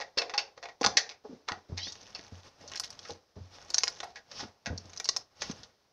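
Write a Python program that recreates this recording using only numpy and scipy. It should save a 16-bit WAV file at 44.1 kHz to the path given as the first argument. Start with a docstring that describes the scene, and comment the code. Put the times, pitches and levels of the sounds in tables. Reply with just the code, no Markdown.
"""Sticky slime on a tabletop in a small room, on a close microphone bright near 5 kHz, dull above 7 kHz.
First skin slaps and pokes the lump, with small clinks at the wrist and the hardest smack near 1 s.
At 1.8 s the lump is dragged off the table with a raspy squeak, then squeezed between the palms:
wet folds squelch and crackle, and trapped air snaps out in flurries. From 4.4 s the table thuds
under the hands; more pops follow near 5 s, and a last push at 5.5 s."""
import sys
import numpy as np
from scipy import signal
from scipy.fft import rfft, irfft
from scipy.io import wavfile
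from scipy.ndimage import uniform_filter1d

SR = 44100
rng = np.random.default_rng(int(sys.argv[2]) if len(sys.argv) > 2 else 0)


def wrap_up_sound(samples):
    """Save the sound to the file named by the first command line argument, as 16-bit audio."""
    columns = np.atleast_2d(samples).T
    # keep every value between -1 and 1, then stretch to whole-number steps
    tamed = np.clip(columns, -1, 1)
    steps = np.round(tamed * 32767).astype(np.int16)
    wavfile.write(sys.argv[1], SR, steps)


N = 261072
TIME = np.arange(N) / SR


# skin meeting or leaving the slime, close up: t/s, level/dB, relative body/dB, fade/s, hand hollow f/Hz
SMACKS = [(0.001, -34.5, -4, 0.0049, 575), (0.01, -31, -5.5, 0.009, 1910), (0.173, -29.5, -5, 0.023, 455),
          (0.182, -13.5, -16, 0.0021, 1495), (0.217, -30.5, -0.5, 0.0045, 2220),
          (0.296, -35.5, -4.5, 0.0075, 1970), (0.337, -33, -4.5, 0.012, 820),
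          (0.379, -25, -10, 0.013, 2760), (0.576, -46, -3, 0.0044, 500), (0.628, -37.5, -6.5, 0.011, 650),
          (0.655, -43.5, 6, 0.0047, 1970), (0.687, -47.5, 0.5, 0.0089, 1970),
          (0.811, -33, -12, 0.0097, 520), (0.831, -29, -7, 0.0077, 2020),
          (0.841, -20.5, -3.5, 0.0047, 1152), (0.847, -11, -40, 0.0019, 800),
          (0.862, -11, -19, 0.0031, 1080), (0.867, -14.5, -13.5, 0.0023, 800),
          (0.9697, -6.5, -20, 0.0079, 1763), (1.091, -38.5, -11.5, 0.02, 2300),
          (1.4792, -42, 0, 0.0093, 930), (1.485, -29, -9, 0.0065, 1150), (1.519, -22, -3.5, 0.0013, 1540),
          (1.769, -42, -17.5, 0.0061, 3120), (1.776, -27.5, -13, 0.01, 2050), (1.87, -34, -3, 0.0022, 1630),
          (1.954, -39.5, -9, 0.0018, 3370), (2.151, -46, 1, 0.012, 2680), (2.193, -38.5, -5, 0.00088, 1520),
          (2.238, -44, -20, 0.0013, 2500), (2.718, -50, 5.5, 0.0063, 1034), (2.747, -41, 7, 0.0019, 1570),
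          (2.76, -30, -19, 0.0062, 3000), (2.835, -28, -20.5, 0.0061, 3060),
          (2.991, -33.5, -30, 0.004, 3030), (3.05, -39.5, -11, 0.0096, 1340),
          (3.552, -52, -9.5, 0.0032, 882), (3.585, -57, 18, 0.0015, 1210), (3.873, -32.5, -8, 0.0048, 1480),
          (4.002, -31.5, -3.5, 0.0025, 1510), (4.03, -36.5, -5.5, 0.0087, 750),
          (4.158, -37.5, -8.5, 0.012, 1690), (4.314, -41, -17.5, 0.012, 535), (4.4, -34.5, -11, 0.011, 860),
          (4.434, -45.5, -3, 0.0063, 820), (4.659, -29, -6, 0.0096, 1530), (5.415, -31, -33, 0.0084, 807),
          (5.438, -44, -6, 0.0058, 1940), (5.496, -40.5, -17, 0.015, 500),
          (5.633, -40.5, -23, 0.0073, 3100)]

def smacks(film_hz=5200, film_width_hz=2100, hollow_q=7, low_linger=1.63, rise_s=0.00009):
    """Tiny wet contacts close or tear, ringing the air film under the skin and the hollow of the hand."""
    out, lead = np.zeros(N), SR // 125
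    t = (np.arange(SR // 8) - lead) / SR
    threads = grains(9000, spread_db=6.5)
    first_touch = from_db(-33) * np.exp(np.minimum(t, 0) / .003)
    onset = first_touch + 1 - np.exp(-np.maximum(t, 0) / rise_s)
    for s, db, body_db, fade_s, hollow_hz in SMACKS:
        burst = excerpt(threads, s, len(t))
        dying = np.exp(-np.maximum(t, 0) / max(fade_s, 1e-3))
        lingering = dying ** (1 / low_linger)
        middle_gain = from_db(0.63 * body_db - 3)
        lows = from_db(body_db - 7) * rms_one(band(burst, 427, 1092, order=3)) * lingering
        mids = middle_gain * rms_one(band(burst, 1197, 3210)) * dying
        film = resonance(band(burst, 3200, 6680, order=3), film_hz, film_width_hz)
        highs = from_db(-5) * rms_one(film) * dying
        hand = resonance(band(burst, 360, 5700, order=3), hollow_hz, hollow_hz / hollow_q)
        hollow = middle_gain * rms_one(hand) * lingering
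        # the treble grows faster than the rest, so hard slaps crack
        crack = from_db(1.9 * db - 14) * rms_one(band(burst, 6500, 15000, order=3)) * dying ** 2
        add(out, s - lead / SR, onset * (from_db(db) * (lows - mids + highs + hollow) + crack))
    return out


# air pockets snapping open in the hands: t/s, level/dB, relative body/dB, relative edge/dB, cavity f/Hz
POPS = [(0.813, -27, -13, -28, 5540), (1.486, -31.5, -2.5, -35, 5000), (1.922, -30, -20, -33, 5800),
        (2.677, -34, -20, -38, 5200), (2.684, -37, -26, -34, 5200), (2.717, -38.5, 2.5, -27, 5000),
        (2.757, -27.5, -10.5, -22, 5300), (2.774, -28, -15, -29.5, 5100), (2.7978, -18.5, -13, -15, 5400),
        (2.844, -33, -28, -14, 5200), (2.855, -37, -10, -32, 5000), (2.864, -45, -25, -23, 5300),
        (2.876, -41, -9, -35, 5200), (2.904, -33, -12, -19, 5400), (2.927, -45.5, -4, -60, 5200),
        (3.086, -38, -17, -26, 5650), (3.106, -36, -7, -25, 5200), (3.703, -26.5, -12, -22, 5900),
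        (3.771, -37, -1, -23, 5400), (3.739, -28, -15, -45, 5300), (3.7436, -9.5, -18, -39, 5340),
        (3.782, -10, -13.5, -29, 5600), (3.8343, -13.5, -8, -31, 5200), (3.856, -37, -16, -17, 5300),
        (3.8791, -16.5, -11, -37, 4850), (3.899, -37, -17, -20, 5400), (3.912, -49, -18, -34, 5400),
        (3.970, -49, 0, -40, 5200), (3.987, -45, -15, -50, 5300), (4.003, -33, 2, -55, 4960),
        (4.040, -39.5, -19, -14, 5400), (4.777, -29, -46, -65, 5200), (4.856, -44.5, -13, -33, 5500),
        (4.896, -46.5, -1, -32, 5200), (4.933, -39.5, -5.5, -43, 4700), (4.963, -36, -12, -33, 5600),
        (4.974, -27, -19, -47, 5840), (4.9994, -24.5, -2, -23, 5200), (5.044, -24.5, -28, -24, 5430),
        (5.055, -24.5, -9.5, -47, 4950), (5.078, -35.5, -11, -42, 5200), (5.089, -10.5, -11, -38.5, 5570),
        (5.1637, -18.5, -10, -41, 5630), (5.1686, -23.5, -26, -19, 5750), (5.4196, -24.5, -2.5, -31, 5200),
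        (5.512, -33.5, -3.5, -26, 5670)]

def pops(ring_width_hz=2300, bounce_s=0.0034, smear_s=0.00097):
    """A thin film bursts: a click rings a tiny cavity, shreds tear, the pocket slops shut."""
    out, lead = np.zeros(N), SR // 100
    t = (np.arange(SR // 16) - lead) / SR
    ripping = from_db(-19) * (t > 0) * np.exp(-np.abs(t) / 0.003)
    grainy_hiss = rms_one(band(grains(6600, spread_db=-2.5), 3950, 7600, order=4))
    # a faint hiss swells just before each snap
    lead_in_hiss = from_db(-30) * np.exp(-np.abs(t) / 0.0035)
    shredding = from_db(-20) * np.exp(-np.abs(t) / 0.0056)
    hiss_envelope = np.where(t < 0, lead_in_hiss, shredding)
    wetness = rms_one(band(grains(4700, spread_db=1), 700, 4900, order=3))
    closing = (t >= 0) * np.exp(-np.abs(t) / 0.0037)
    for s, db, body_db, edge_db, hz in POPS:
        click = (t == 0) + ripping * rng.standard_normal(len(t))
        body, edge = band(click, 390, 7300, order=5), band(click, 3900, 13500)
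        cavity = band(resonance(click, hz, ring_width_hz), 4000, 6700, order=3)
        cavity = resonance(cavity, hz, 2 * ring_width_hz)
        parts = (cavity, 2.5), (body, body_db + 7), (edge, edge_db + 26)
        snap = sum(from_db(db + part_db) * part / np.abs(part).max() for part, part_db in parts)
        hiss = from_db(db) * hiss_envelope * excerpt(grainy_hiss, s, len(t))
        slop = from_db(db + body_db - 9) * closing * excerpt(wetness, s, len(t))
        add(out, s - lead / SR, snap + hiss + slop)
        # the snap comes back scattered off the desk and shelves
        scatter = rng.standard_normal(SR // 200) * np.exp(-TIME[:SR // 200] / smear_s)
        bounce = from_db(-3.5) * np.convolve(snap, scatter / np.linalg.norm(scatter))
        add(out, s - lead / SR + bounce_s, bounce)
    return out


# wet folds closing on air: t/s, level/dB, cavity f/Hz, fade/cycles
SQUELCHES = [(0.173, -45, 494, 6.7), (0.377, -36.5, 690, 2.3), (0.811, -25, 478, 2.4),
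             (0.844, -25, 800, 6.9), (0.87, -29.5, 795, 2.6), (1.245, -41, 440, 7), (1.289, -44, 280, 5),
             (1.319, -43, 256, 5), (1.492, -30.5, 980, 5.8), (1.523, -38.5, 800, 11),
             (2.608, -58.5, 548, 12), (2.635, -51.5, 476, 6.2), (2.655, -52, 592, 7.4),
             (3.092, -36, 480, 4), (3.106, -43, 330, 3), (4.030, -41.5, 690, 11)]

def squelches(gurgle_db=-4, glide=0.15):
    """A cavity swells, gurgles and sinks in pitch as the fold smears over it."""
    out, t = np.zeros(N), TIME[:SR // 5]
    for s, db, hz, cycles in SQUELCHES:
        pitch_hz = hz * (1 + glide * (np.exp(-t / 0.015) - .5))
        note = np.sin(2 * np.pi * np.cumsum(pitch_hz) / SR)
        gurgle = rms_one(band(rng.standard_normal(len(t)), hz * .5, hz * 1.85, order=3))
        envelope = (1 - np.exp(-(t * hz / 2) ** 2)) * np.exp(-t * hz / max(cycles, 1))
        add(out, s, from_db(db) * envelope / envelope.max() * (note + from_db(gurgle_db) * gurgle))
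    return out


# kneading strokes: hardest press t/s, level/dB, swell/s, release/s, relative crackle/dB
STROKES = [(1.92, -61, 0.039, 0.11, 2), (2.24, -73, 0.25, 0.11, 12.5), (2.47, -67, 0.026, 0.09, 2),
           (2.62, -67, 0.042, 0.034, -10), (2.757, -58, 0.03, 0.0087, 17.5),
           (2.848, -70, 0.0094, 0.0084, 22), (3.101, -52.5, 0.039, 0.021, 6.5),
           (3.549, -54, 0.02, 0.03, -8), (3.82, -71.5, 0.12, 0.056, 22), (4.407, -41, 0.04, 0.023, -3),
           (5.029, -77.5, 0.22, 0.02, 1.5), (5.431, -45, 0.024, 0.06, 2), (5.632, -62, 0.075, 0.037, -13)]
# the lump held between the palms: start t/s, end t/s
HOLDS = [(1.9, 2.48), (2.62, 3.11), (3.54, 4.1), (4.33, 4.47), (4.78, 5.18)]
# spectrum of sliding on slime: f/Hz, level/dB
FRICTION = [(300, 8.5), (800, -3.5), (1600, -16), (2800, 12.5), (4200, 10), (5400, 21.5), (6300, 8),
            (7200, 3), (9000, -22), (15000, -48)]
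# spectrum of the palms' soft rubbing: f/Hz, level/dB
RUBBING = [(35, -7.5), (90, 8.5), (160, 2.5), (300, -2), (550, 3), (1000, -1), (1800, -5.5), (4000, -11.5)]

def kneading(handling_db=-68, settle_s=.025):
    """Palms slide and press, each stroke swelling and letting go with a fine wet crackle."""
    off_hold_s = np.min([np.abs(TIME - np.clip(TIME, start, end)) for start, end in HOLDS], axis=0)
    friction = from_db(handling_db + 3.14 * drift(12)) * np.exp(-off_hold_s / settle_s)
    crackle = from_db(1 + 2.6 * drift(33)) * friction
    for s, db, swell_s, release_s, crackle_db in STROKES:
        stroke = from_db(db) * np.exp(-np.abs(TIME - s) / np.where(TIME < s, swell_s, release_s))
        friction += stroke
        crackle += from_db(crackle_db) * stroke
    slide = friction * from_db(2 * drift(41)) * noise(FRICTION)
    press = friction ** 0.37 * from_db(-36 + 2 * drift(31)) * noise(RUBBING)
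    return slide + press + from_db(-1.5) * crackle * fizz()


def fizz(bubble_q=5, muffle_hz=6300):
    """Sticky threads and tiny bubbles burst in clumps, each on its own note, muffled by closed hands."""
    bursts = grains(1100 * from_db(4 * drift(40)), spread_db=7)
    notes_hz = np.geomspace(900, 6600, 14)
    which_note = rng.integers(0, len(notes_hz), N)
    gains = from_db(np.linspace(-11, 0, len(notes_hz))) / np.sqrt(notes_hz)
    bubbles = sum(gains[k] * resonance(bursts * (which_note == k), hz, hz / bubble_q)
                  for k, hz in enumerate(notes_hz))
    crisp = from_db(0.5) * rms_one(band(bursts, 5300, 6800, order=3))
    return rms_one(band(rms_one(bubbles) + crisp, 590, muffle_hz, order=6))


# hands pushing the lump onto the table: t/s, level/dB, contact/s, skid level/dB
PUSHES = [(0.85, -35, 0.006, -44), (0.865, -29.5, 0.011, -30), (1.511, -49.5, 0.003, -40.5),
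          (1.691, -42, 0.0039, -44), (1.717, -32.5, 0.0025, -39), (1.865, -45.5, 0.0046, -45),
          (2.024, -60, 0.005, -49), (2.191, -60, 0.004, -46.5), (2.320, -39, 0.0033, -49.5),
          (2.611, -37, 0.012, -64), (2.70, -54, 0.0068, -66), (3.099, -45, 0.005, -46),
          (3.363, -44, 0.0021, -41), (3.406, -35.5, 0.0053, -63), (4.428, -35, 0.028, -39.5),
          (4.670, -28, 0.011, -36), (4.699, -26.5, 0.0044, -34), (4.725, -31.5, 0.0052, -38),
          (4.844, -45.5, 0.0055, -51), (5.428, -61, 0.0086, -43.5), (5.494, -34, 0.013, -37.5),
          (5.59, -55, 0.0041, -53)]
# modes of the tabletop: f/Hz, level/dB, t60/s
TABLE_MODES = [(73, -11.5, 0.6), (90.5, 10, 0.33), (109, 3, 0.15), (129, 3, 0.09), (207, -15, 0.07),
               (270, -10, 0.072)]

def thuds(squash_s=0.019):
    """Soft pushes and their uneven squash shake the tabletop; shorter contacts reach higher modes."""
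    force, t = np.zeros(N), TIME[:SR // 8]
    yielding = rms_one(band(rng.standard_normal(N), 100, 420))
    squash = t * np.exp(-2 * t / squash_s)
    for s, db, contact_s, _ in PUSHES:
        push = t * np.exp(-2 * t / max(contact_s, 1e-4))
        uneven = from_db(-3.5) * excerpt(yielding, s, len(t))
        add(force, s, from_db(db - 4) * (push / push.sum() + uneven * squash / squash.sum()))
    tabletop = sum(from_db(db) * ring(force, hz, t60) for hz, db, t60 in TABLE_MODES)
    return band(tabletop, 88.6, 900, order=3)


# spectrum of the lump skidding on the table: f/Hz, level/dB
RUMBLE = [(30, -24.5), (70, -10), (130, -5.5), (215, 2.5), (320, -9.5), (450, -7.5), (900, -19),
          (2000, -39.5), (6000, -70)]

def rumble(rise_s=0.0029, fall_s=0.011, creep_s=0.05):
    """After each push the lump skids, then creeps over the table with a rough, low rub."""
    force, t = np.zeros(N), TIME[:SR // 3]
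    creep = from_db(-15) * np.exp(-t / creep_s)
    skid = (1 - np.exp(-t / rise_s)) * (np.exp(-t / fall_s) + creep)
    for s, _, _, db in PUSHES:
        add(force, s, from_db(db) * skid)
    return force * from_db(3 * drift(80)) * noise(RUMBLE)


def drag(start_s=1.775, end_s=1.863, first_slip_hz=762, rise_oct_per_s2=21):
    """Stick-slip on the table: a raspy squeak that catches, wobbles and rises as the lump speeds up."""
    t = np.clip(TIME - start_s, 0, .16)
    unevenness = 1 + 0.0392 * drift(3000) + 0.025 * drift(90)
    slip_hz = first_slip_hz * 2 ** (rise_oct_per_s2 * t ** 2) * unevenness
    phase = 2 * np.pi * np.cumsum(slip_hz) / SR
    squeak = sum(np.sin(k * phase) * from_db(3 * drift(500)) for k in range(4, 8))
    rasp = band(rms_one(squeak), 1800, 6300) + from_db(-7) * noise(FRICTION)
    attack = 1 - np.exp(-t / 0.046)
    release = np.exp(-(np.maximum(TIME - end_s, 0) / 0.043) ** 2)
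    return from_db(-38.5 + 3.5 * drift(150)) * attack * release * rasp


# clinks at the wrist: t/s, level/dB
CLINKS = [(0.176, -24), (0.1858, -18.5), (0.3778, -19.5), (2.149, -34), (2.159, -39.5)]
# modes of the small hard thing worn there: f/Hz, level/dB, t60/s
CLINK_MODES = [(2704, 3, 0.052), (4417, 12, 0.032), (4700, 13.5, 0.016), (5285, 14, 0.03), (5700, -9, 0.02),
               (10700, -6, 0.025)]

def clinks(rattle_s=0.0043, detune=0.013):
    """Something hard, perhaps a bracelet, rattles as the hand jerks; the skin damps it at once."""
    out, knock = np.zeros(N), signal.unit_impulse(SR // 8)
    for s, db in CLINKS:
        for delay_s, knock_db in (0, -14), (rattle_s, -20):
            for hz, mode_db, t60 in CLINK_MODES:
                gain = from_db(db + knock_db + mode_db) * rng.choice([-1, 1])
                detuned_hz = hz * (1 + detune * rng.standard_normal())
                add(out, s + delay_s, gain * ring(knock, detuned_hz, t60))
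    return band(out, 2300, 9800, order=3)


# modes of the desk and shelf boards: f/Hz, width/Hz, level/dB
BOARD_MODES = [(460, 14, -8.5), (547, 21, -14), (690, 25, -4), (745, 18, -9), (805, 20, -14.5),
               (1268, 13, -6.5), (1268, 43, -13.5), (1634, 64, 0), (1970, 150, -5.5), (2060, 120, -6.5),
               (2570, 210, -7.5)]

def boards(x):
    """Thin boards nearby ring on after a slap."""
    return sum(from_db(db) * resonance(x, hz, width) for hz, width, db in BOARD_MODES)


# reflections from surfaces near the microphone: delay t/s, level/dB
ECHOES = [(.0011, -24.5), (.0027, -21), (.0036, -20), (.0046, -19.5), (.0068, -26)]

def near_echoes(x):
    """The direct sound plus what the table and shelves throw back within milliseconds."""
    return x + sum(from_db(db) * np.interp(TIME - delay, TIME, x, left=0) for delay, db in ECHOES)


# tail of the small room: f/Hz, t60/s, level/dB
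ROOM_TAIL = [(102.1, 0.27, -11.5), (434.2, 0.84, 0.5), (1010, 0.23, -3), (2500, 0.31, -4),
             (4530, 0.3, -0.5), (11100, 0.13, 7)]
# hollow of the desk and shelves: f/Hz, width/Hz, boost/dB
NOOK = [(500, 630, 5), (410, 40, 3.5), (716.5, 57, 4.5), (800, 70, 3.5), (1580, 600, 9)]

def room(x, build_s=0.00017, early_s=.018):
    """A diffuse tail, strongest at first, coloured by the hollow of the desk."""
    t = TIME[:SR // 2]
    hz, t60, db = np.transpose(ROOM_TAIL)
    edges_hz = np.geomspace(60, 16000, 9)
    tail = 0
    for low, high in zip(edges_hz, edges_hz[1:]):
        log_centre = np.log(low * high) / 2
        start_db = np.interp(log_centre, np.log(hz), db)
        fall_db = -60 * t / np.interp(log_centre, np.log(hz), t60)
        tail += band(rng.standard_normal(len(t)), low, high) * from_db(start_db + fall_db)
    tail *= 1 - np.exp(-(t / build_s) ** 2)
    tail *= 1 + from_db(3) * np.exp(-t / early_s)
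    wet = signal.fftconvolve(x, tail / np.linalg.norm(tail))[:N]
    return wet + sum((from_db(boost) - 1) * resonance(wet, f, width) for f, width, boost in NOOK)


def scene(open_send_db=-8, cupped_send_db=-12):
    """Sounds made on the open table reach the room more than those cupped in the hands."""
    slaps = smacks()
    on_table = slaps + boards(slaps) + drag() + clinks()
    in_hands = pops() + squelches() + kneading()
    reverb = room(from_db(open_send_db) * on_table + from_db(cupped_send_db) * in_hands)
    return (near_echoes(on_table + in_hands) + thuds() + rumble() + reverb)[None]


# spectrum of the faint air noise at the microphone: f/Hz, level/dB
AIR = [(15, -38), (25, -8), (82, 0), (213, -6), (566, -1), (1030, -4), (1470, -9), (2860, -14), (5310, -7),
       (6120, -11), (7410, -30), (9630, -60), (16300, -120)]

def record(dry, edge_hz=6306, cutoff_hz=15600):
    """The close microphone passes little above its edge; a very faint, steady white hiss lies beneath."""
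    main = signal.sosfilt(signal.butter(14, edge_hz, fs=SR, output="sos"), dry)
    leak = from_db(-13.5) * band(dry, 6180, 9100, order=1)
    air = from_db(-63) * noise(AIR)
    faint_hiss = from_db(-87) * rng.standard_normal(N)
    lowpass = signal.ellip(10, .1, 70, cutoff_hz, fs=SR, output="sos")
    return signal.sosfilt(lowpass, suppress(main + leak + air) + faint_hiss)


def suppress(x, threshold_db=-54, depth_db=9, release_db_per_s=250):
    """The recorder's noise suppressor turns the sound down whenever it falls quiet."""
    level_db = 10 * np.log10(np.abs(uniform_filter1d(x ** 2, SR // 50)) + 1e-12)
    fall_db = release_db_per_s * TIME
    held_db = np.maximum.accumulate(level_db + fall_db) - fall_db
    return x * from_db(np.clip(held_db - threshold_db, -depth_db, 0))


def from_db(db):
    return 10 ** (np.asarray(db) / 20)


def rms_one(x):
    return x / np.sqrt(np.mean(x ** 2) + 1e-20)


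def band(x, low_hz, high_hz, order=2):
    sos = signal.butter(order, [low_hz, min(high_hz, .45 * SR)], "band", fs=SR, output="sos")
    return signal.sosfilt(sos, x + 1e-18)


def add(out, s, sound):
    """Lay a sound into the track at time s."""
    at = round(s * SR)
    sound, at = sound[max(-at, 0):], max(at, 0)
    out[at:at + len(sound)] += sound[:N - at]


def excerpt(x, s, samples):
    """A stretch of x from time s, wrapping round at the end."""
    return np.roll(x, -round(s * SR))[:samples]


def ring(x, hz, t60):
    """A damped mode: a unit click sets a sine of height 1 ringing."""
    r, w = from_db(-60 / (t60 * SR)), 2 * np.pi * hz / SR
    return signal.lfilter([0, np.sin(w)], [1, -2 * r * np.cos(w), r * r], x + 1e-18)


def resonance(x, hz, width_hz):
    """Band-pass with gain 1 on top."""
    r, w = np.exp(-np.pi * width_hz / SR), 2 * np.pi * hz / SR
    return signal.lfilter(np.array([1, 0, -1]) * (1 - r * r) / 2, [1, -2 * r * np.cos(w), r * r], x + 1e-18)


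def noise(spectrum):
    """Steady noise with the given colour; rms 1."""
    hz, db = np.transpose(spectrum)
    gain = from_db(np.interp(np.log(np.fft.rfftfreq(N, 1 / SR) + 1), np.log(hz), db))
    return rms_one(irfft(rfft(rng.standard_normal(N)) * gain, N))


def drift(per_s):
    """Glides between random values of spread 1."""
    return np.interp(TIME * per_s, np.arange(N), rng.standard_normal(N))


def grains(per_s, spread_db):
    """Random clicks of uneven size; rms 1."""
    sizes = from_db(spread_db * np.minimum(rng.exponential(1, N), 4))
    return rms_one(sizes * rng.choice([-1, 1], N) * (rng.random(N) < per_s / SR))


dry = scene()
out = record(dry)
wrap_up_sound(out)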